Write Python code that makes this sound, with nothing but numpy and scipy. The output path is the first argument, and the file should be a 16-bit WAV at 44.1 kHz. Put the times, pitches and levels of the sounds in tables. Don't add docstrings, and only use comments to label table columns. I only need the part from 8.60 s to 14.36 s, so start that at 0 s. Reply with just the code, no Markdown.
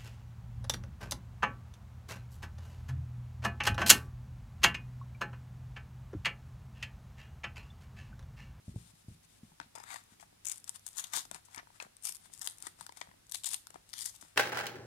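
import sys
import numpy as np
from scipy import signal
from scipy.fft import rfft, irfft
from scipy.io import wavfile
from scipy.ndimage import uniform_filter1d, map_coordinates

SR = 44100
rng = np.random.default_rng(int(sys.argv[2]) if len(sys.argv) > 2 else 0)


def volts_from_db(level):
    exponent = np.asarray(level, float) / 20
    return 10 ** exponent


def dump(signal):
    limited = np.clip(np.atleast_2d(signal).T, -1, 1)
    pcm = np.round(limited * 32767).astype(np.int16)
    wavfile.write(sys.argv[1], SR, pcm)


N = 254016
TIME = np.arange(N) / SR
HZ = np.maximum(np.fft.rfftfreq(N, 1 / SR), 1)

# pitch_hz, level_db (per Hz)
ROOM_HISS = [(12, -27), (20, -6.5), (48, -0.5), (108, -5), (143, -0.5), (480, -16), (772, -14), (2510, -16),
             (8890, -19), (15200, -25.5), (16500, -40)]
# pitch_hz, likeness (-1 to 1)
ROOM_LIKENESS = [(60, 0.91), (130, 0.92), (290, 0.096), (640, -0.79), (1400, 0.31), (3000, -0.1)]
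# pitch_hz, width_hz, lift_db
PORT_RINGS = [(9000, 1100, 3.5), (10880, 1000, 8)]
# start_s, end_s, level_db
STROKES = [
    (0.047, 0.133, -59),
    (0.149, 0.323, -55.5),
    (0.344, 0.433, -60.5),
    (0.476, 0.554, -58.5),
    (0.627, 0.66, -56),
    (0.683, 0.795, -60),
    (0.823, 0.916, -63.5),
]
# start_s, peak_db, pad_ring_hz
THUMPS = [(0.075, -31, 102), (0.087, -40, 215), (0.11, -43, 65.4), (0.137, -44.5, 350), (0.155, -26.5, 110),
          (0.478, -33.5, 113), (0.488, -52, 192), (0.502, -42, 70.4), (0.526, -51, 120), (0.543, -53, 157),
          (0.827, -40, 217.3), (0.913, -53, 177), (1.056, -55.5, 247), (0.44, -57, 190), (0.33, -54, 170),
          (0.255, -58, 150), (1, -48, 297), (1.516, -52.5, 214), (2.711, -51.5, 228), (2.554, -56, 263),
          (2.745, -55, 170), (2.969, -49, 260), (3.25, -54, 199), (4.21, -56, 170), (4.48, -53, 190),
          (5.142, -55, 197), (5.626, -53.5, 307)]
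# pitch_hz, level_db, t60_s
TABLE_MODES = [(60.5, 1, 0.43), (107.4, -7, 0.65), (170, 5.5, 0.073), (214, 8.5, 0.047), (320, -43, 0.12)]
# pitch_hz, level_db (per Hz)
PAPER_COLOUR = [(1300, -10.5), (2300, -12), (2800, -9.5), (4400, -9), (7300, -7.5), (8900, -4.5),
                (10500, -10), (15200, -24.5), (16400, -51)]
# pitch_hz, level_db (per Hz)
SHEET_COLOUR = [(200, -24.5), (450, -20), (750, 2.5), (1000, -0.5), (1200, 3.5), (1800, 2), (3000, -1),
                (5000, -50.5)]
# peak_s, crackle_db,
# rise_s, fall_s, sheet_minus_crackle_db
SHEET_PULLS = [(1.313, -41, 0.078, 0.091, 3), (1.362, -44, 0.053, 0.054, -0.5), (1.917, -41, 0.063, 0.082, -10),
               (2.389, -32, 0.04, 0.04, -8), (2.538, -27.5, 0.015, 0.034, -1.5), (2.564, -25.5, 0.027, 0.059, -9),
               (3.45, -31, 0.0073, 0.046, -30), (3.471, -31, 0.037, 0.065, -17),
               (3.818, -32.5, 0.0082, 0.024, -10.5), (3.856, -41.5, 0.054, 0.12, -7),
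               (4.748, -26, 0.014, 0.0092, -12), (4.765, -39, .02, 0.066, -26), (4.862, -30, 0.011, 0.11, -14.5),
               (4.922, -35.5, 0.048, 0.047, -20), (4.939, -35, 0.051, 0.031, -14),
               (5.346, -43.5, 0.0058, 0.19, -12), (5.378, -42, 0.023, 0.054, -15), (5.42, -32, 0.066, 0.096, -22),
               (5.493, -37.5, 0.15, 0.019, -17.5),
               (1.009, -62.5, 0.0082, 0.05, 13.5), (1.161, -56.5, 0.0046, 0.2, 8.5),
        (1.535, -56.5, 0.12, 0.033, -3), (1.609, -47, 0.0096, 0.049, -10), (1.865, -56, .021, .1, -13),
        (2.085, -51.5, 0.045, 0.085, -6), (2.158, -36.5, 0.019, 0.016, -10),
        (2.272, -50.5, 0.063, 0.16, -14), (2.43, -49.5, 0.019, 0.24, -3.5), (2.64, -58, .03, 0.059, -4),
        (2.755, -43, 0.042, 0.039, 1), (2.992, -55, 0.06, 0.022, 16), (2.95, -49.5, 0.075, 0.045, -2.5),
        (3.208, -49, 0.0083, 0.06, 8), (3.16, -56.5, 0.063, 0.069, -1.5), (3.66, -51, 0.1, 0.042, -6),
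        (3.736, -42, 0.022, 0.055, -18.5), (4.065, -44, 0.079, 0.061, -3.5), (4.212, -44, 0.041, 0.061, -6),
        (4.372, -49.5, 0.028, 0.077, -3), (4.43, -56, 0.035, 0.09, 4), (5.155, -58.5, 0.049, 0.077, 2),
        (5.556, -43.5, 0.033, 0.027, -23), (5.62, -50.5, 0.046, 0.15, -6.5)]
# start_s, crackle_db, length_ms
CRACKS = [(1.855, -23, 0.94), (1.865, -36, 2.1), (1.8982, -27, 0.97), (1.9166, -26, 2.7),
          (1.8962, -29, 1.6), (1.9593, -36, 0.91), (2.043, -31.5, 0.96), (2.094, -22, 0.806),
          (2.148, -46, 1), (2.2651, -27, 3.2), (2.287, -35.5, 2.2), (2.3779, -31, 3), (2.8485, -49.5, 15),
          (3.368, -40, 0.95), (3.491, -29, 3.4), (3.523, -32, 2.6), (3.548, -34.5, 3.2), (3.7372, -33, 1.4),
          (3.777, -38, 1.6), (3.863, -27.5, 2), (3.91, -37, 1.7), (3.974, -46, 1.2), (4.0247, -27.5, 0.9),
          (4.6958, -43.5, 0.33), (4.7146, -30, 0.6), (4.7208, -24, 2.8), (4.7426, -40, 2.1), (4.89, -25, 2),
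          (5.409, -27, 1.3), (5.6104, -42, 9)]
# start_s, crackle_db
TICKS = [(1.8494, -34), (1.8851, -26.5), (1.9803, -38), (2.0019, -53), (2.5, -48), (2.527, -40),
         (2.961, -34), (4.003, -40), (2.195, -45), (2.271, -36), (2.2783, -30.5), (2.331, -42), (2.37, -35),
         (3.425, -44), (3.555, -36), (3.5676, -40), (3.794, -39), (3.984, -39), (4.668, -49), (5.298, -48),
         (1.159, -46), (1.184, -42.5), (1.2175, -55), (1.234, -44), (1.2635, -59), (1.32, -44),
         (1.4382, -50.5), (2, -50), (2.157, -70), (4.404, -45), (3.852, -34), (3.858, -36), (3.922, -43),
         (3.4338, -43), (3.453, -23), (5.412, -42), (5.353, -43), (2.55, -31), (2.559, -23), (2.568, -33),
         (2.598, -42), (4.885, -33), (4.864, -34), (4.87, -43), (0.985, -58)]
# start_s, crackle_db
NICKS = [(1.869, -24.5), (1.9755, -43), (2.383, -22.5), (4.946, -37), (5.4222, -39), (1.31, -46),
         (1.316, -39), (1.34, -36), (1.8737, -26), (1.8805, -35), (1.909, -36), (1.914, -38), (1.9227, -32),
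         (1.937, -48), (1.967, -43), (2.361, -38), (2.372, -32), (2.397, -36), (2.401, -36), (2.476, -48),
         (2.525, -40), (2.541, -30), (2.5622, -32), (2.6098, -46), (3.438, -37), (3.4451, -29),
         (3.4485, -41), (3.4632, -43), (3.47, -31), (3.4935, -25.5), (3.503, -40), (3.5613, -41),
         (3.787, -44), (3.8189, -34), (3.8454, -29), (3.853, -37), (3.888, -36), (3.899, -35),
         (4.0614, -42), (4.426, -54), (4.86, -27), (4.915, -31), (4.916, -31), (4.9369, -24), (5.351, -51),
         (5.372, -41), (5.414, -42), (5.431, -41), (5.4437, -36), (5.451, -31), (5.4604, -22.5),
         (5.4625, -39), (5.477, -30), (5.488, -35), (5.4962, -35), (5.501, -40)]
# start_s, crackle_db, length_ms, sheet_minus_crackle_db
FOLDS = [(1.2385, -37, 0.67, -5.5), (2.076, -41, 7.6, -12), (2.3918, -31.5, 11.3, -13.5),
         (2.44, -31, 5.9, -11), (2.4692, -43, 2.5, -24), (2.5357, -23, 1, -12), (2.581, -30.5, 9.1, -21),
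         (2.5924, -29, 0.66, -12.5), (2.746, -33.5, 1.3, -2.5), (2.9465, -35, 2.1, -3.5),
         (3.456, -48, 0.91, -7), (3.8148, -28, 1.6, -18), (3.874, -17.5, 1.7, -20.5),
         (4.2656, -31.5, 1.1, -9), (4.323, -45, 2.1, 1.5), (4.735, -47, 2.4, -21),
         (4.755, -29.5, 3.6, -15.5), (4.835, -35, 4.2, -21), (4.843, -27, 4.5, -14), (4.855, -35, 9.7, -26),
         (4.9336, -24, 1.8, -18.5), (4.9432, -21.5, 2.2, -28), (5.0702, -33, 1.16, -11.5),
         (5.1042, -43, 2.6, -4), (5.292, -47.5, 0.38, -21), (5.3052, -50, 2.6, -25),
         (5.3322, -30, 1.16, -32), (5.3363, -31.5, 3.6, -15.5), (5.382, -33.5, 2.7, -31),
         (5.3896, -30.5, 3.2, -34), (5.4576, -23.5, 0.8, -21.5)]
# start_s, sheet_db, crackle_minus_sheet_db, length_ms, ring_hz
POPS = [(1.1513, -44, 1.5, 10.2, 810), (1.176, -43, -33, 6.2, 950), (1.2, -47, -0.5, 4, 945),
        (1.3128, -38, -8, 2.6, 2220), (1.3428, -38, -1, 3.2, 1810), (1.3588, -33.5, -9, 4.2, 1790),
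        (1.625, -48, -16, 9.9, 850), (2.573, -30.5, 5, 1.1, 1000), (2.6522, -49, 6, 3.8, 740),
        (2.7133, -35, 4.5, 1.5, 760), (2.759, -44, -19, 2.15, 1220), (3.2008, -29.5, -18, 3.2, 2601),
        (3.2241, -39.5, 1.5, 3.7, 606), (4.068, -32, 1, 4.6, 1870), (4.2102, -37.5, 4.5, 1.05, 900),
        (4.37, -48.5, 6, 7.7, 1205), (5.143, -48.5, 2.5, 2.9, 810), (5.157, -38, -30, 2.7, 750)]
# start_s, sheet_db, crackle_minus_sheet_db, length_ms, ring_hz
SLAPS = [(1.0006, -32.5, -19, 2.14, 910), (1.5991, -45, -6, 0.35, 1990), (2.973, -44.5, -14, 11, 890),
         (2.9804, -37, -5, 0.6, 3380), (2.994, -48, -21, 7, 1040), (1.013, -43.5, -17, 3.3, 1420),
         (1.022, -56.5, -16, 25, 2700), (4.4246, -43, -18, 1.2, 2200), (4.2927, -40.5, -10, 2, 950),
         (4.413, -28.5, -15, 3.9, 2080), (5.626, -43.5, -5.5, 1.6, 814)]
# start_s, sheet_db, ring_hz
CRINKLES = [(0.919, -56.5, 850), (1.728, -53.5, 800), (2.885, -52, 905.6), (3.03, -49.5, 840),
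            (3.0714, -49, 920), (3.103, -51, 905), (3.159, -53, 1900), (3.249, -45, 1100),
            (3.266, -47, 745), (3.658, -56, 1120), (3.7, -54.5, 800), (4.038, -46, 1000), (4.19, -50, 775),
            (4.473, -48.5, 900), (4.491, -52.5, 890), (4.514, -48.5, 1090), (4.54, -56, 694),
            (5.543, -52.5, 910), (5.65, -52, 900)]
# time_s, brightest_hz
FLAP_AIM = [(1.1, 6700), (1.8, 7500), (2.0, 8500), (2.3, 9000), (2.38, 6740), (2.56, 6900), (3.2, 7740),
            (3.45, 9300), (3.8, 7950), (3.9, 9000), (4.7, 7560), (4.86, 7860), (4.93, 9450), (5.3, 5740),
            (5.36, 5900), (5.4, 9700), (5.46, 6850), (5.7, 7600)]
# start_s, end_s, pitch_hz, lift_db
GRIPS = [(0.987, 1.1, 6480, -19), (.99, 1.1, 1450, 3.5), (0.992, 1.097, 3730, 2), (1.137, 1.244, 870, 6.5),
         (1.14, 1.243, 5080, 12), (1.14, 1.25, 9150, 5), (1.14, 1.4, 5660, -9), (1.14, 1.25, 4340, -9),
         (1.26, 1.4, 4590, 5.5), (1.256, 1.4, 7970, 3), (1.247, 1.4, 9500, -0.5), (1.252, 1.4, 3680, 4),
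         (1.839, 1.945, 2290, 9), (1.84, 1.937, 6850, 8.5), (1.846, 1.99, 9000, 3.5),
         (1.84, 1.95, 10300, -7), (1.84, 1.953, 4400, -4), (2.347, 2.42, 2219, -14),
         (2.347, 2.47, 5060, -11), (2.353, 2.47, 6770, 7), (2.354, 2.42, 8340, -3.5),
         (2.414, 2.47, 3470, 7.5), (2.42, 2.47, 1130, 3), (2.52, 2.615, 2680, -6), (2.52, 2.62, 5000, -1.5),
         (2.52, 2.62, 9900, -6), (2.526, 2.62, 3540, 5.5), (2.93, 3.02, 7500, -2), (3.19, 3.28, 7150, 5),
         (3.19, 3.28, 6070, 3), (0.148, .32, 8500, 3), (3.43, 3.57, 2330, 5), (3.427, 3.58, 5150, 3.5),
         (3.43, 3.56, 3880, -5), (3.43, 3.567, 11500, 7), (3.8, 3.932, 2480, -17), (3.8, 3.93, 4400, -8),
         (4.4, 4.432, 3500, 6.5), (4.398, 4.47, 6780, 2), (4.4, 4.47, 5360, -9), (4.7, 4.79, 3500, 6.5),
         (4.7, 4.91, 1320, -14), (4.702, 4.78, 9780, -4), (4.694, 4.79, 7300, -1), (4.915, 4.98, 8900, 3.5),
         (5.32, 5.522, 1950, 7), (5.32, 5.417, 3360, 8), (5.315, 5.4, 7650, -9), (5.32, 5.52, 2630, -10),
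         (5.4, 5.52, 4870, 6.5)]
# time_s, lag_ms
PAGE_GAP = [
    (1.0, .68),
    (3.3, .68),
    (3.45, .62),
    (3.6, .68),
    (5.28, .68),
    (5.33, .77),
    (5.47, .77),
    (5.55, .68),
]
# pitch_hz, width_hz, lift_db
HAND_HOLLOWS = [(3635, 137, 4), (5150, 140, 0.5), (1900, 290, 1.5), (7200, 220, 3), (950, 124, 4)]
# pitch_hz, loss_db (negative lifts)
PHONE_SHADOW = [(280, -7), (700, 12), (2400, 14.5), (4400, 10), (8400, 20), (11000, 4.5), (15000, 11.5)]

CREASE_HZ, CRACKLE_HZ = 2500, 5500
PORT_LAG_S = 0.0003


def unit(x):
    return x / np.sqrt(np.mean(x ** 2))


def along(table):
    hz, value = np.transpose(table)
    return np.interp(np.log(HZ), np.log(hz), value)


def causal(db):
    mirrored = np.r_[db, db[-2:0:-1]]
    return np.exp(np.conj(signal.hilbert(mirrored * np.log(10) / 20))[:len(db)])


def shape(x, response):
    return irfft(rfft(x) * response, N)


def above(hz, steep=9.75):
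    return -10 * np.log10(1 + (hz / HZ) ** steep)


def below(hz, steep=8.74):
    return np.maximum(-10 * np.log10(1 + (HZ / hz) ** steep), -60)


def bell(hz, width):
    return 1 / (1 + (2 * (HZ - hz) / width) ** 2)


def ring(x, hz, t60):
    pole = np.exp(2j * np.pi * hz / SR - np.log(1000) / (t60 * SR))
    return signal.lfilter([1], [1, -pole], x).imag


def drift(rate):
    return np.interp(TIME * rate, np.arange(100), rng.standard_normal(100))


def flutter(rate, depth_db):
    steps = np.cumsum(rng.random(N) < rate / SR)
    level = rng.standard_normal(N)[steps]
    return volts_from_db(depth_db * uniform_filter1d(level, size=24))


def fibres(rate, spread_db, hiss):
    clicks = (rng.random(N) < rate / SR) * np.clip(rng.standard_normal(N), -2, 2)
    clicks = clicks * volts_from_db(spread_db * np.minimum(rng.exponential(size=N), 1.8))
    share = np.reshape(hiss, (-1, 1))
    rubbing = share * rng.standard_normal((len(share), N))
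    return (unit(clicks) + rubbing) / np.sqrt(1 + share ** 2)


def quiet_room():
    swell = 1.5 * drift(rate=5.92)
    like = np.clip(along(ROOM_LIKENESS), -.99, .99)
    mid, side = (rfft(rng.standard_normal(N)) * volts_from_db(along(ROOM_HISS)) for _ in range(2))
    level = np.sqrt(np.maximum(1 + like, .4))
    mid = mid * np.sqrt(1 + like) / level
    side = side * np.sqrt(1 - like) / level
    ports = []
    for sign, (hz, width, db) in zip((1, -1), PORT_RINGS):
        colour = volts_from_db(db * bell(hz, width) - 0.7 * (HZ > 6000))
        hiss = irfft((mid + sign * side) * colour, N)
        ports.append(hiss + shape(hiss, volts_from_db(below(450))) * (volts_from_db(swell) - 1))
    hum = volts_from_db(2.5 * drift(rate=9)) * np.sin(2 * np.pi * 100 * TIME + 1.2 * drift(rate=7))
    return volts_from_db(-66.5) * unit(np.array(ports)) + volts_from_db(-77) * unit(hum)


def strokes():
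    touch = np.zeros(N)
    for start, end, db in STROKES:
        touch += volts_from_db(db) * np.clip(np.minimum(TIME - start, end - TIME) / 0.0081, 0, 1)
    hiss = shape(fibres(rate=4500, spread_db=-7.0, hiss=1.3)[0], causal(along(PAPER_COLOUR)))
    return touch * unit(hiss) * flutter(rate=190, depth_db=0.5)


def thumps():
    out = np.zeros(N)
    t = np.arange(12000) / SR
    push = np.sin(np.pi * np.minimum(t / 0.0029, 1)) ** 2
    for s, db, pad_hz in THUMPS:
        hit = volts_from_db(19.5) * ring(push, pad_hz, 0.055)
        chance = rng.standard_normal((len(TABLE_MODES), 2))
        for (hz, mode_db, t60), (louder, higher) in zip(TABLE_MODES, chance):
            hit = hit + volts_from_db(mode_db + 1.5 * louder) * ring(push, hz * (1 + .04 * higher), t60)
        slap = ring(rng.standard_normal(len(t)) * np.exp(-t / 0.0027), 670, 0.014)
        slap_db = -20.0 + 1.3 * (max(db, -40) + 26.5)
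        hit = hit / np.abs(hit).max() + volts_from_db(slap_db) * slap / np.abs(slap).max()
        settle = ring(rng.standard_normal(len(t)) * np.exp(-t / 0.032), 159, 0.06)
        hit = hit + volts_from_db(-16.5) * settle / np.abs(settle).max()
        at = int((s + 0.004) * SR)
        out[at:at + len(t)] += volts_from_db(db) * hit[:N - at]
    out = shape(out, causal(np.maximum(above(66, steep=5.), -50)))
    return np.array([out, .95 * np.roll(out, shift=8)])


def pulls():
    SWELL_DB, SWELL_ROUND = 20, 1.04
    held_db = np.reshape((-73, -72, -73), (3, 1))
    power = volts_from_db(held_db - 60 * (TIME < 0.93)) ** 2
    for s, db, rise, fall, sheet_db in SHEET_PULLS:
        at = slice(max(int((s - .5) * SR), 0), int((s + .5) * SR))
        t = TIME[at] - s
        away = np.maximum(-t / max(rise, .003), t / max(fall, .003))
        swell = volts_from_db(db - SWELL_DB * away ** SWELL_ROUND)
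        crease_db = -3 + 0.16 * sheet_db
        power[:, at] += (swell * volts_from_db(np.array([[0], [crease_db], [sheet_db]]))) ** 2
    return np.sqrt(power)


def slips(rate, spread_db, fade_s, steady):
    starts = (rng.random(N) < rate / SR) * volts_from_db(spread_db * np.clip(rng.standard_normal(N), -2, 1))
    jerks = signal.lfilter([1], [1, -np.exp(-1 / (fade_s * SR))], uniform_filter1d(starts, size=30))
    return unit(np.minimum(unit(jerks), 2) + steady)


def snaps():
    small = [(s, db, -2.5, sheet_db, ms) for s, db, ms, sheet_db in FOLDS]
    small += [(s, db, -14, -23.5, ms) for s, db, ms in CRACKS]
    small += [(s, db, -14, -23.5, 1.9) for s, db in TICKS]
    small += [(s, db, -13, -23.5, 0.63) for s, db in NICKS]
    pitch = 1000 * (2290 / 1000) ** rng.random(size=200)
    pops = POPS + [(s, db, -21, 1.14, hz) for s, db, hz in CRINKLES]
    breaks = [(s, db + up, -2 - 0.14 * up, -up, ms, hz) for s, db, up, ms, hz in pops]
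    breaks += [(s, db + up, -1.5 - up, -up, ms, hz) for s, db, up, ms, hz in SLAPS]
    return breaks + [(*row, hz) for row, hz in zip(small, pitch)]


def bodies():
    paper = along(PAPER_COLOUR)
    crackle = paper + above(CRACKLE_HZ)
    crease = paper + above(CREASE_HZ) + below(CRACKLE_HZ)
    sheet = along(SHEET_COLOUR) + below(CREASE_HZ)
    return [causal(db) / np.sqrt(np.mean(volts_from_db(db) ** 2)) for db in (crackle, crease, sheet)]


def tear():
    EARLY_S, RISE_S = 0.00088, .0006
    pull = pulls()
    jerks = slips(rate=420, spread_db=3.0, fade_s=.0015, steady=.9)
    hard = np.clip((20 * np.log10(pull[0]) + 60) / 18, .45, 1)
    drive = pull * fibres(rate=5000, spread_db=5.5, hiss=(.8, 1.1, 1.4)) * jerks ** hard
    rings = np.zeros(N)
    burst = fibres(rate=16000, spread_db=-1.0, hiss=(.9, .9, .9))
    t = np.arange(2000) / SR
    for s, db, crease_db, sheet_db, ms, hz in snaps():
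        first = int((s - EARLY_S) * SR)
        at = slice(first, first + len(t))
        start = np.minimum(t / max(RISE_S, .25 * ms / 1000), 1) ** 2
        swell = start * (np.exp(-(t / (0.0012 * ms)) ** 2) + 0.12 * np.exp(-t / 0.0048))
        push = burst[:, at] * swell
        push = push / np.sqrt(np.mean(push[:, :int(ms * SR / 1000)] ** 2, axis=1, keepdims=True))
        push[:, int(RISE_S * SR)] += volts_from_db(10) * np.exp(-ms ** 2) * np.sign(push[0, 1])
        drive[:, at] += volts_from_db(db + np.array([[0], [crease_db], [sheet_db - 5.0]])) * push
        tone = ring(push[2], hz, .009) + .6 * ring(push[1], 1.6 * hz, .005)
        rings[at] += volts_from_db(db + sheet_db + 8.5) * tone / np.abs(tone).max()
    rings = shape(rings, causal(np.maximum(above(340), -40)))
    return sum(shape(x, body) for x, body in zip(drive, bodies())) + rings


def patches(x):
    BAND_HZ, AIM_WIDTH_HZ = 1274, 970
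    aim = np.interp(TIME, *np.transpose(FLAP_AIM))
    out = x
    for k in range(2, 10):
        aimed = np.exp(-((k * BAND_HZ - aim) / AIM_WIDTH_HZ) ** 2) - .4
        db = drift(rate=14) + 3.5 * aimed
        band = shape(x, np.clip(1 - np.abs(HZ / BAND_HZ - k), 0, 1))
        out = out + band * (volts_from_db(db) - 1)
    return out


def grips(x):
    out = x.copy()
    for start, end, hz, db in GRIPS:
        at = slice(int(start * SR), int(end * SR))
        held = np.clip(np.minimum(TIME[at] - start, end - TIME[at]) / 0.0096, 0, 1)
        width = 6.3 if db > 0 else 13
        band = signal.lfilter(*signal.iirpeak(hz, np.sqrt(hz) / width, fs=SR), out[at])
        out[at] += held * (volts_from_db(db) - 1) * band
    return out


def page_echo(x):
    lag = SR / 1000 * np.interp(TIME, *np.transpose(PAGE_GAP)) * (1 + .025 * drift(rate=4))
    dulled = shape(x, volts_from_db(below(6500, steep=3.)))
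    echo = map_coordinates(dulled, [np.arange(N) - lag], order=3)
    hollow = sum(db * bell(hz, width) for hz, width, db in HAND_HOLLOWS)
    return shape(x - 0.076 * echo, causal(hollow)) * 0.53


def echoes(x, t60, after, db):
    t = np.arange(int(.5 * SR)) / SR
    fade = np.exp(-np.log(1000) * t / t60) * (t > after)
    tails = [unit(rng.standard_normal(len(t)) * fade) / np.sqrt(len(t)) for _ in range(2)]
    return np.array([volts_from_db(g) * signal.fftconvolve(x, tail)[:N] for g, tail in zip(db, tails)])


def far_port(near):
    shaded = shape(near, causal(-along(PHONE_SHADOW)))
    late = np.exp(-2j * np.pi * HZ * PORT_LAG_S)
    direct = shape(shaded, volts_from_db(below(3260, steep=14.0)) * late)
    treble = shape(shaded, volts_from_db(above(1160, steep=2.6)))
    turn = 3 * drift(rate=8)
    a, b = [echoes(treble, t60=0.23, after=PORT_LAG_S, db=(-1, -1)) for _ in range(2)]
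    moving = np.cos(2 * turn) * a[1] + np.sin(2 * turn) * b[0]
    return direct + np.cos(turn) * a[0] + np.sin(turn) * moving


def scene():
    paper = page_echo(grips(patches(tear()) + strokes()))
    walls = causal(below(5700, steep=4.8) + above(980, steep=2.1))
    room = echoes(shape(paper, walls), t60=0.29, after=0.00053, db=(-22, -24))
    return np.array([paper, far_port(paper)]) + room + thumps() + quiet_room()


def top_cut(x):
    return signal.sosfilt(signal.butter(12, 16750, fs=SR, output="sos"), x)


def record(dry):
    top = signal.ellip(8, .2, 60, 16650, fs=SR, output="sos")
    mix = signal.sosfilt(top, dry)
    return top_cut(mix)


dry = scene()
out = record(dry)
dump(out)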